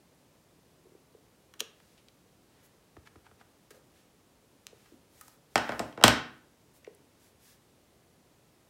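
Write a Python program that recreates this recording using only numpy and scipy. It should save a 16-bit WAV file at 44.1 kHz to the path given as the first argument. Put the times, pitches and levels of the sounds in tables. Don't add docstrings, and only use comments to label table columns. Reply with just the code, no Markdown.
import sys
import numpy as np
from scipy import signal
from scipy.fft import rfft, irfft
from scipy.io import wavfile
from scipy.ndimage import uniform_filter1d

SR = 44100
rng = np.random.default_rng(int(sys.argv[2]) if len(sys.argv) > 2 else 0)


def store_wav(level_fs):
    pcm = np.round(np.clip(np.atleast_2d(level_fs), -1, 1) * 32767)
    wavfile.write(sys.argv[1], SR, pcm.T.astype(np.int16))


N = 383348
TOP_HZ, MS = 15850, 1e-3
SIZE = 16384
FREQ = np.maximum(np.arange(SIZE // 2 + 1) * SR / SIZE, 1)
AGE = np.arange(SIZE) / SR

# start_s, level_db
PEEL_SNAPS = [(1.5385, -58), (1.5935, -58), (1.5966, -48.5), (1.6009, -50), (1.6046, -30)]


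def undb(db):
    return 10 ** (np.asarray(db) / 20)


def along(hz, points, values):
    return np.interp(np.log(hz), np.log(points), values)


def resonance(hz, width):
    return 1 / (1 + 1j * (FREQ * FREQ - hz * hz) / (FREQ * width))


def body(modes):
    power = sum(np.abs(undb(db) * resonance(hz, width)) ** 2 for hz, width, db in modes)
    cepstrum = irfft(np.log(power))
    return np.exp(rfft(cepstrum[:SIZE // 2], SIZE) - cepstrum[0] / 2)


def bending(travel_ms):
    khz, top_khz = FREQ / 1000, TOP_HZ / 1000
    return np.exp(-2j * np.pi * travel_ms * (2 * np.sqrt(khz) - khz / np.sqrt(top_khz)))


def contact(ms, rough):
    crackle = rng.standard_normal(SIZE) * np.exp(-AGE / (ms * MS))
    force = 1 + rough * rfft(crackle / np.linalg.norm(crackle))
    return force / np.sqrt(uniform_filter1d(np.abs(force) ** 2, size=300))


def add(track, start_s, db, spectrum):
    blow = irfft(spectrum)[:SIZE // 2]
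    blow = blow * undb(db) * np.sqrt(10 * MS * SR) / np.linalg.norm(blow)
    start = int(start_s * SR)
    track[start:start + len(blow)] += blow[:N - start]


def tick(hz, width, ms):
    return resonance(hz, width) * resonance(hz, 1.5 * width) * contact(ms, rough=min(ms, 6))


def thump(hz, width):
    return resonance(hz, width) ** 2 * resonance(hz, 6.4 * hz) * bending(travel_ms=3.43)


def friction(start_s, end_s, db, hz, width):
    out = np.zeros(N)
    count = max(int((end_s - start_s) * SR), 2)
    grains = rng.standard_normal(SIZE) * undb(3 * rng.standard_normal(SIZE))
    rub = irfft(rfft(grains) * resonance(hz, width) * resonance(hz, 4 * width))
    swell = np.sqrt(np.hanning(count))
    out[int(start_s * SR):][:count] = undb(db) * np.resize(rub / rub.std(), count) * swell
    return out


def room_tone(level_db=-64):
    # frequency_hz, relative_density_db
    floor_shape = [(15, -44), (25, -14.5), (52, -3.5), (102, -1.5), (161, -0.5), (200, -3), (284, -2.5),
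                   (316, -3.5), (382, -4), (542, -6.5), (691, -10), (1120, -14), (1430, -17), (9720, -23.5),
                   (15800, -28.5)]
    f = np.maximum(np.arange(N // 2 + 1) * SR / N, 1)
    colour = undb(along(f, *np.transpose(floor_shape)))
    noise = irfft(rfft(rng.standard_normal(N)) * colour, N)
    return undb(level_db) * noise / noise.std()


def reflections(send, gap_ms=1.6, build_ms=1.3):
    # frequency_hz, level_against_send_db, t60_s
    room_decay = [(39.87, -12, 0.34), (69.4, -0.5, .36), (256, 0, 0.5), (624, -4, .40), (1430, -1.5, .48),
                  (3200, -7.5, .42), (6004, -9, .34), (9000, -12.5, 0.24), (14920, -15.5, .22)]
    hz, db, t60 = np.transpose(room_decay)
    age = np.arange(2 * SIZE) / SR
    f = np.arange(SIZE + 1) * SR / (2 * SIZE)
    noise = rfft(rng.standard_normal(2 * SIZE))
    edges = np.geomspace(30, TOP_HZ, 37)
    onset = 1 - np.exp(-np.maximum(age - gap_ms * MS, 0) / (build_ms * MS))
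    echo = 0
    for lo, hi in zip(edges, edges[1:]):
        centre = np.sqrt(lo * hi)
        band_noise = irfft(noise * ((f >= lo) & (f < hi)))
        wash = np.cos(np.angle(signal.hilbert(band_noise)))
        band = wash * onset * np.exp(-np.log(1000) * age / along(centre, hz, t60))
        gain = np.sqrt(2 * (hi - lo) / SR) * undb(along(centre, hz, db))
        echo = echo + gain * band / np.linalg.norm(band)
    return signal.fftconvolve(send, echo)[:N]


def slides():
    # start_s, end_s, level_db, centre_hz
    skin_slides = [(1.717, 2.044, -71.5, 3200), (2.459, 2.74, -72, 1500), (2.623, 2.68, -64, 13000),
                   (3.71, 3.8, -68, 4200), (3.916, 4.045, -68.5, 2700), (4.674, 5.01, -69.5, 3200),
                   (5.085, 5.396, -63, 6800), (5.467, 5.973, -63, 6000), (6.729, 6.80, -64.5, 10000),
                   (7.17, 7.33, -67, 5500), (7.384, 7.58, -61.5, 6000)]
    # start_s, end_s, level_db, centre_hz
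    case_scrapes = [(3.709, 3.813, -63, 484), (5.59, 5.778, -47, 1649), (5.98, 6.041, -42, 523)]
    out = np.zeros(N)
    for start, end, db, hz in skin_slides:
        skin = friction(start, end, db, hz, width=2.1 * hz)
        paper = friction(start, end, db - 11.5, hz=1700, width=550)
        out += skin + paper
    for start, end, db, hz in case_scrapes:
        out += friction(start, end, db, hz, width=.45 * hz)
    return out


def handling_ticks():
    # start_s, level_db, centre_hz, width_hz, crackle_ms
    block_ticks = [(1.539, -58.5, 1400, 900, 4), (1.801, -63.5, 1390, 2800, 2.7),
                   (1.978, -62, 2750, 2500, 17), (2.085, -59.5, 3500, 3000, 1.3),
                   (4.6682, -45, 3400, 6500, 0.92), (4.858, -63.5, 1100, 2000, 8),
                   (6.8453, -64, 5700, 1600, 2), (6.846, -56, 2200, 900, 3), (6.868, -60, 2080, 1300, 2.7),
                   (6.949, -64.5, 10000, 3500, 2)]
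    # start_s, level_db, click_hz, shell_hz, crackle_ms
    case_clicks = [(3.7064, -55, 5500, 1490, 9.4), (5.2111, -50.5, 9400, 1300, 2.6),
                   (5.2812, -57.5, 7500, 850, 2.5)]
    out = np.zeros(N)
    for start, db, hz, width, ms in block_ticks:
        add(out, start, db, tick(hz, width, ms))
    for start, db, click_hz, shell_hz, ms in case_clicks:
        add(out, start, db, tick(click_hz, width=10000, ms=ms))
        add(out, start, db - 2, tick(shell_hz, width=700, ms=1.2 * ms))
    return out


def soft_landings(relative_width=.38):
    # start_s, level_db, centre_hz
    presses = [(.851, -59.5, 400), (.864, -56.5, 362), (.915, -60, 400), (.947, -54, 374),
               (1.145, -53, 440), (3.705, -54, 417), (4.726, -53, 444), (4.917, -54.5, 320),
               (4.934, -54, 278), (6.872, -42, 442)]
    # after_last_snap_s, level_db, centre_hz
    card_drops = [(0, -52.5, 263), (.004, -45, 450), (.013, -48.5, 470)]
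    out = np.zeros(N)
    for start, db, hz in presses:
        add(out, start, db, thump(hz, relative_width * hz))
    last_snap_s = PEEL_SNAPS[-1][0]
    for lag, db, hz in card_drops:
        add(out, last_snap_s + lag, db, thump(hz, relative_width * hz))
    return out


def inking():
    # press_s, press_db, lift_s, lift_db, snap_hz
    dabs = [(2.967, -51.5, 3.0726, -54.5, 1510), (3.157, -54, 3.266, -56, 950),
            (3.314, -60, 3.412, -55.5, 1010)]
    out = np.zeros(N)
    for dab, (press, press_db, lift, lift_db, snap_hz) in enumerate(dabs):
        wet_db = -55 - 3.5 * dab
        add(out, press, wet_db, tick(hz=1000, width=1020, ms=3.4))
        add(out, press, press_db, thump(hz=323, width=220))
        add(out, press, press_db + 1.5, thump(hz=83, width=44))
        add(out, lift, lift_db, tick(snap_hz, width=1.02 * snap_hz, ms=3.7))
        out += friction(lift - .024, lift + .017, lift_db - 6.5, snap_hz, width=1.4 * snap_hz)
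    return out


def peel():
    # mode_hz, width_hz, relative_db
    block_modes = [(1180, 150, -12.5), (1690, 110, -12), (2810, 180, -4), (3250, 400, -5), (3950, 220, -9),
                   (5720, 280, -7), (6670, 230, -6.5), (9110, 1000, -16.5), (12600, 1700, -18)]
    block = body(block_modes)
    snap = block * bending(travel_ms=1.42)
    direct, send = np.zeros(N), np.zeros(N)
    for start, db in PEEL_SNAPS:
        add(direct, start, db, snap * contact(ms=2.2, rough=1.1))
        add(send, start, db, snap)
    return direct, send


def pad_case(spot_db=5.5):
    # start_s, level_db, contact_corner_hz, spot_resonance_hz, bass_shelf_db
    knocks = [(5.5567, -18, 2597, 780.4, -10), (5.5787, -28.5, 3200, 1500, -11.5),
              (5.6924, -29.5, 1150, 551.6, -8.5), (5.7206, -34, 1000, 1645, -8),
              (5.794, -33.5, 6000, 7900, -7), (5.7995, -28.5, 500, 620, -7),
              (5.9265, -54.5, 2500, 2996, -4.5), (5.976, -38, 800, 461.8, -5.5),
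              (6.0125, -36, 1200, 840, -5.5), (6.0267, -35.5, 1697, 1306, -5),
              (6.0383, -7, 7500, 3420, -.5), (6.0803, -16, 7000, 1600, -6)]
    # mode_hz, width_hz, relative_db
    case_modes = [(67.4, 12, -1.5), (125, 31, 0.5), (245.6, 70, 1), (306.3, 28, -0.5), (460, 90, -4.5),
                  (620, 190, -1), (790, 160, 0), (1077, 90, -2), (1300, 120, -3), (1490, 130, -1.5),
                  (1850, 240, -3.5), (2227, 260, -5.5), (2740, 360, -4), (3130, 330, -3), (3857, 190, -4.5),
                  (4320, 280, -6), (4860, 310, -7), (5460, 730, -3), (6340, 830, -12), (7300, 600, -8.5),
                  (8345, 1100, -4.5), (10100, 460, -9.5), (11900, 1200, -7.5), (13990, 2500, -13)]
    case = body(case_modes)
    direct, send = np.zeros(N), np.zeros(N)
    for start, db, corner_hz, spot_hz, bass_db in knocks:
        push = 1 / (1 + 1j * FREQ / corner_hz) / (1 + 1j * FREQ / (3 * corner_hz))
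        spot = 1 + (undb(spot_db) - 1) * resonance(spot_hz, 0.19 * spot_hz)
        weight = 1 + (undb(bass_db) - 1) / (1 + 1j * FREQ / 400)
        blow = case * push * spot * weight
        path = bending(travel_ms=4.4 + 0.2 * bass_db)
        shell = contact(ms=2.7, rough=1.0) * (1j * FREQ / (1j * FREQ + 900)) ** 2
        table = path * contact(ms=7.9, rough=.35) / (1 + 1j * FREQ / 2400)
        add(direct, start, db, blow * (table + undb(-3.5) * shell))
        add(send, start, db, blow * path)
    return direct, send


def scene():
    knocks, knocks_send = pad_case()
    snaps, snaps_send = peel()
    handling = handling_ticks() + slides()
    soft = soft_landings() + inking()
    echo = reflections(knocks_send + undb(-5.5) * snaps_send + undb(-3) * handling + undb(-6.5) * soft)
    return (knocks + snaps + handling + soft + echo + room_tone())[None]


def record(dry):
    rounded = dry / (1 + (dry / .95) ** 4) ** (1 / 4)
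    low_cut = signal.butter(2, 42, "highpass", fs=SR, output="sos")
    high_cut = signal.ellip(12, .2, 80, TOP_HZ, fs=SR, output="sos")
    return signal.sosfilt(high_cut, signal.sosfilt(low_cut, rounded))


dry = scene()
out = record(dry)
store_wav(out)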